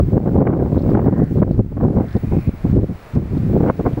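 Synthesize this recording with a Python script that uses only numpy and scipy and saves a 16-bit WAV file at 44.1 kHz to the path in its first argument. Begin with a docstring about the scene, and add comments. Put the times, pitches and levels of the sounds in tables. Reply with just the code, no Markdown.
"""Wind on a camera microphone

Gusts buffet a hand-held camera in a field edged by palms. Eddies rumble at the microphone port,
brighter as the air speeds up. Far fronds rustle, nearer leaves crackle; a faint trill, a hollow
swish and dry ticks come and go. Gain control ducks everything, the camera's own hiss and whine
included, after each hard gust."""
import sys
import numpy as np
from scipy import signal
from scipy.fft import rfft, irfft
from scipy.io import wavfile
from scipy.ndimage import uniform_filter1d, minimum_filter1d

SR = 44100
rng = np.random.default_rng(int(sys.argv[2]) if len(sys.argv) > 2 else 0)


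def persist_wave(psi):
    """Save psi, clipped to +-1, as 16-bit WAV."""
    counts = np.round(np.clip(psi, -1, 1) * 32767).astype(np.int16)
    wavfile.write(sys.argv[1], SR, np.atleast_2d(counts).T)


N = 176400
TIME_S, FREQ_HZ = np.arange(N) / SR, np.fft.rfftfreq(N, 1 / SR)

# airflow at the port (time [s], relative level [dB], base eddy corner [Hz])
AIRFLOW = [(0.0, 0, 114), (0.1, -18, 290), (0.22, -14, 423), (0.33, -12.5, 390), (0.5, -8.5, 550),
           (0.7, -17, 364), (0.84, -14, 364), (1.02, -11.5, 390), (1.29, -18, 226), (1.46, -10.5, 270),
           (1.62, -9.5, 190), (1.72, -13.5, 150), (1.88, -14.5, 390), (2.02, -16, 600), (2.1, -23, 136),
           (2.21, -22, 114), (2.33, -6, 68), (2.43, -24.5, 180), (2.58, -23, 61), (2.7, -7.5, 90),
           (2.82, -10.5, 250), (2.92, -35, 225), (2.98, -12, 12), (3.12, -20, 28), (3.19, -12.5, 285),
           (3.28, -20, 184), (3.47, -13, 220), (3.62, -18, 500), (3.76, -27, 264), (3.89, -22, 431),
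           (4.0, -27, 130)]
# single gusts (centre [s], length [s], relative level [dB], base eddy corner [Hz])
GUSTS = [(0.003, 0.013, -4.5, 503), (0.083, 0.0094, -5.5, 220), (0.145, 0.034, -6, 333),
         (0.173, 0.013, -2.5, 530), (0.275, 0.03, -13, 650), (0.315, 0.013, -26, 420),
         (0.359, 0.012, -8, 540), (0.389, 0.016, -1, 450), (0.418, 0.022, 0, 543),
         (0.473, 0.008, -3.5, 1000), (0.493, 0.03, -8, 523), (0.534, 0.011, -8, 702),
         (0.572, 0.015, -10.5, 494), (0.603, 0.0096, -7, 573), (0.628, 0.02, -10.5, 483),
         (0.661, 0.04, -15, 486), (0.727, 0.026, -11.5, 348), (0.772, 0.015, -5.5, 456),
         (0.865, 0.0081, -11, 401), (0.894, 0.01, -12.5, 630), (0.914, 0.011, -9, 389),
         (0.953, 0.015, -5, 722), (0.985, 0.029, -12, 797), (1.023, 0.013, -16.5, 623),
         (1.075, 0.028, -3, 534), (1.132, 0.018, -8.5, 478), (1.172, 0.015, -15, 615),
         (1.194, 0.025, -9.5, 452), (1.226, 0.024, -6, 352), (1.319, 0.01, -9.5, 283),
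         (1.375, 0.029, -10.5, 327), (1.4, 0.02, -10.5, 318), (1.427, 0.013, 0, 678),
         (1.482, 0.023, -13.5, 468), (1.512, 0.0063, -3, 324), (1.548, 0.0095, -14, 264),
         (1.6, 0.018, 4.5, 310), (1.724, 0.0084, -10.5, 316), (1.775, 0.011, -12, 552),
         (1.811, 0.015, -13.5, 701), (1.847, 0.039, -5, 470), (1.892, 0.048, -11.5, 343),
         (1.978, 0.025, -6, 425), (2.01, 0.0056, -4.5, 534), (2.164, 0.023, -9.5, 377),
         (2.242, 0.022, -15, 310), (2.28, 0.005, -21.5, 290), (2.335, 0.035, -15, 424),
         (2.377, 0.028, -11, 280), (2.485, 0.023, -6, 202), (2.543, 0.017, -20.5, 212),
         (2.656, 0.021, -10.5, 345), (2.684, 0.014, -22.5, 420), (2.74, 0.025, -9.5, 267),
         (2.78, 0.032, -4, 330), (2.838, 0.011, -6, 307), (2.907, 0.032, -17.5, 326),
         (3.173, 0.029, -8, 318), (3.225, 0.011, -24.5, 498), (3.336, 0.038, -16, 294),
         (3.372, 0.016, -14.5, 306), (3.432, 0.0099, -20.5, 326), (3.51, 0.025, -21.5, 380),
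         (3.558, 0.03, -6.5, 379), (3.609, 0.014, -9, 460), (3.64, 0.02, -11.5, 580),
         (3.67, 0.031, -13.5, 634), (3.699, 0.018, -9.5, 910), (3.801, 0.02, -15.5, 565),
         (3.868, 0.026, -12, 730), (3.935, 0.0087, -10, 290), (3.983, 0.016, -17, 525)]
# port response (frequency [Hz], gain [dB])
PORT_RESPONSE = [(20, -15.5), (45, -3), (110, 3), (250, 2.5), (500, 0), (1000, -0.5), (2000, -1),
                 (3000, -7.5), (4200, -17), (6000, -29.5)]
# far palm wash (frequency [Hz], relative density [dB])
PALM_SPECTRUM = [(100, 6), (350, -1), (600, 1.5), (900, -4), (1300, -6), (1900, -9.5), (2400, -12.5),
                 (3100, -20.5), (4500, -24), (6500, -32), (10000, -39)]
# far palm wash (time [s], level [dB])
PALM_ENVELOPE = [(0, -43), (.6, -44.5), (.85, -41.5), (1.2, -43.5), (1.6, -42.5), (1.95, -43), (2.14, -40),
                 (2.3, -42), (2.7, -40.5), (2.9, -41.5), (3.1, -39), (3.4, -40.5), (4, -41)]
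# camera hiss (frequency [Hz], relative density [dB])
HISS_SPECTRUM = [(100, -3), (4000, 6), (7500, 1), (11000, -0.5), (15500, 0.5)]
# camera whines (frequency [Hz], width [Hz], level [dB])
WHINES = [(15715, 12, -62.5), (7450, 250, -79.5)]
# high trill (time [s], level [dB])
TRILL_ENVELOPE = [(.7, -87), (.9, -79), (1.4, -78.5), (1.7, -77.5), (1.9, -91.5), (2.15, -76), (2.47, -73),
                  (2.55, -90)]
# near leaf crackles (onset [s], nominal peak [dB], centre [Hz])
CRACKLES = [(.783, -43, 3900), (.794, -42, 4000), (.820, -40.5, 4300), (.902, -44, 4000),
            (1.513, -41, 4100), (1.530, -44, 4000), (2.084, -43.5, 3900), (2.107, -42, 3900),
            (2.128, -41, 4000), (2.166, -38, 4000), (3.151, -47, 4840), (3.375, -44, 4000),
            (3.93, -42.5, 3200)]
# hollow swish (time [s], level [dB], centre [Hz])
SWISH_TRACK = [(.95, -68, 1800), (1.05, -50, 1750), (1.2, -42, 1700), (1.31, -51, 1640), (1.37, -73, 1645),
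               (1.98, -70, 1700), (2.08, -48, 1750), (2.18, -51, 1750), (2.27, -62, 2200),
               (2.35, -51, 2350), (2.48, -52, 2350), (2.62, -65, 2300)]
# dry ticks (onset [s], nominal peak [dB])
TICKS = [(1.184, -26), (1.241, -24.5), (1.614, -30), (3.176, -35)]


def amp(db):
    """Decibels to gain."""
    return 10 ** (np.asarray(db) / 20)


def unit_rms(x):
    """Scale to rms 1."""
    return x / np.sqrt(np.mean(x ** 2) + 1e-20)


def curves(rows, time_s=TIME_S):
    """Linear interpolation of each column of a time table."""
    knots_s, *columns = np.transpose(rows)
    return [np.interp(time_s, knots_s, column) for column in columns]


def spectrum_gain(rows, hz=FREQ_HZ):
    """Gain from a spectrum table, log-frequency axis."""
    knots_hz, db = np.transpose(rows)
    return amp(np.interp(np.log(hz + 1), np.log(knots_hz), db))


def noise(gain):
    """Spectrally shaped noise, rms 1."""
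    return unit_rms(irfft(rfft(rng.standard_normal(N)) * gain, N))


def noisy_tone(hz, width_hz):
    """Narrow noise on a carrier, rms 1."""
    shape = 1 / (1 + (2 * FREQ_HZ / width_hz) ** 4)
    phase = 2 * np.pi * np.cumsum(hz * np.ones(N)) / SR
    return unit_rms(noise(shape) * np.cos(phase) + noise(shape) * np.sin(phase))


def burst(onset_s, peak_db, decay_s):
    """Exponential envelope for noise of crest factor 2."""
    decay = np.exp(-np.minimum(abs(TIME_S - onset_s) / decay_s, 20))
    return amp(peak_db) / 2 * (TIME_S >= onset_s) * decay


def eddy_density(hz, db, corner_hz, rolloff=4.33):
    """Turbulence power per Hz: flat at low frequency, steep fall past the corner."""
    return np.pi * amp(db) ** 2 / corner_hz / (1 + (hz / corner_hz) ** 2) ** rolloff


def port_power(bands_hz, time_s, brightness):
    """Half-octave eddy power of flow plus steep-flanked gusts, filtered by the port."""
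    flow_trim_db, gust_brightening, gust_steepness, low_cut_hz = -1, 1.079, 3.36, 79
    flow_db, flow_hz = curves(AIRFLOW, time_s)
    density = eddy_density(bands_hz, flow_db + flow_trim_db, flow_hz * brightness)
    for centre_s, length_s, db, base_hz in GUSTS:
        near = abs(time_s - centre_s) < length_s
        swell = np.exp(-abs(2 * (time_s[near] - centre_s) / length_s) ** gust_steepness)
        corner_hz = base_hz * gust_brightening * np.sqrt(brightness[near])  # half the flow's flutter
        density[:, near] += swell * eddy_density(bands_hz, db, corner_hz)
    width_hz = bands_hz * np.log(2) / 2
    response = spectrum_gain(PORT_RESPONSE, bands_hz) ** 2 / (1 + (low_cut_hz / bands_hz) ** 2)
    return density * width_hz * response


def half_octave(hz):
    """Soft-edged noise band around hz."""
    octaves = np.log2((FREQ_HZ + 1e-9) / hz)
    return noise(np.cos(np.pi / 2 * np.clip(2 * octaves, -1, 1)))


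def steadied(x, power, window_s=0.029, share=0.81):
    """Pull the short-term power of x toward a target curve."""
    span = int(window_s * SR)
    target, actual = (abs(uniform_filter1d(uniform_filter1d(p, span), span // 2)) + 1e-12
                      for p in (power, x ** 2))
    return x * np.sqrt(target / actual) ** share


def wind(level_db=-1, flutter_db=1.46, flutter_octaves=0.27):
    """Eddies at the port; turbulence shakes their strength and brightness together."""
    control_s = TIME_S[::32]
    low_hz, high_hz = 29.2, 198
    flutter_band = 1 / (1 + (low_hz / (FREQ_HZ + 1)) ** 4) / (1 + (FREQ_HZ / high_hz) ** 4)
    flutter = np.interp(control_s, TIME_S, noise(flutter_band / np.sqrt(FREQ_HZ + 1)))
    bands_hz = 20 * 2 ** (np.arange(17) / 2)
    power = port_power(bands_hz[:, None], control_s, brightness=2 ** (flutter_octaves * flutter))
    rumble = np.zeros(N)
    for group in np.split(np.arange(len(bands_hz)), [7, 10]):  # low, mid, high
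        eddies = sum(half_octave(bands_hz[k]) * np.interp(TIME_S, control_s, np.sqrt(power[k]))
                     for k in group)
        rumble += steadied(eddies, np.interp(TIME_S, control_s, power[group].sum(0)))
    return rumble * amp(level_db + flutter_db * np.interp(TIME_S, control_s, flutter))


def far_palms():
    """Distant fronds merge into a smooth wash."""
    return noise(spectrum_gain(PALM_SPECTRUM)) * amp(curves(PALM_ENVELOPE)[0])


def leaf_noise(hz, width_octaves=0.28):
    """Noise band of a leaf, Gaussian in log frequency."""
    return noise(np.exp(-0.5 * (np.log2((FREQ_HZ + 1) / hz) / width_octaves) ** 2))


def near_leaves(snaps_per_s=23, rustle_db=-76.5, spread_db=5, decay_s=0.0058):
    """Nearer leaves: a faint rustle of random snaps, plus distinct crackles."""
    onsets = rng.random(N) < snaps_per_s / SR
    snaps = onsets * amp(spread_db * np.minimum(rng.exponential(1, N), 4))
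    grains = signal.lfilter([1], [1, -np.exp(-1 / (decay_s * SR))], snaps)
    rustle = amp(rustle_db) * unit_rms(grains * leaf_noise(hz=4500))
    return rustle + sum(burst(onset_s, db, decay_s) * leaf_noise(hz) for onset_s, db, hz in CRACKLES)


def camera_noise(hiss_db=-59):
    """Camera self-noise: hiss and thin, wavering whines."""
    hiss = amp(hiss_db) * noise(spectrum_gain(HISS_SPECTRUM))
    return hiss + sum(amp(db) * noisy_tone(hz, width_hz) for hz, width_hz, db in WHINES)


def trill(throb_hz=7.5):
    """Faint high band, throbbing like a far insect."""
    throb = 1 + np.sin(2 * np.pi * throb_hz * TIME_S) / 2
    return amp(curves(TRILL_ENVELOPE)[0]) * throb * noisy_tone(hz=9560, width_hz=220)


def swish():
    """Broad, faint resonance that comes and goes, drifting in pitch."""
    db, hz = curves(SWISH_TRACK)
    return amp(db) * noisy_tone(hz, width_hz=670)


def ticks(decay_s=0.00018):
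    """Dry ticks: very short bursts of white noise."""
    return sum(burst(onset_s, db, decay_s) for onset_s, db in TICKS) * rng.standard_normal(N)


def scene():
    """Mono sum of the field sounds and camera self-noise."""
    return (wind() + far_palms() + near_leaves() + camera_noise() + trill() + swish() + ticks())[None]


def gain_control(x, threshold_db=-11, share=0.8, attack_s=0.012, recovery_db_per_s=27):
    """Remove a share of the level above threshold; fast attack, slow recovery."""
    span = int(attack_s * SR)
    level_db = 10 * np.log10(abs(uniform_filter1d(x[0] ** 2, span)) + 1e-12)
    cut_db = share * np.maximum(level_db - threshold_db, 0)
    recovery_db = TIME_S * recovery_db_per_s
    held_db = np.maximum.accumulate(cut_db + recovery_db) - recovery_db
    return x / amp(uniform_filter1d(held_db, span // 2))


def limiter(x, ceiling=0.97, hold_s=0.003):
    """Brief, smooth gain dips round off peaks."""
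    hold = int(hold_s * SR)
    gain = minimum_filter1d(1 / np.maximum(abs(x) / ceiling, 1), 2 * hold)
    return x * uniform_filter1d(uniform_filter1d(gain, hold), hold)


def record(dry):
    """Camera chain: gain control, limiter, low-pass."""
    cutoff_hz = 15830
    lowpass = signal.firwin(1023, cutoff_hz, window=("kaiser", 9), fs=SR)
    return signal.oaconvolve(limiter(gain_control(dry)), lowpass[None], "same")


dry = scene()
out = record(dry)
persist_wave(out)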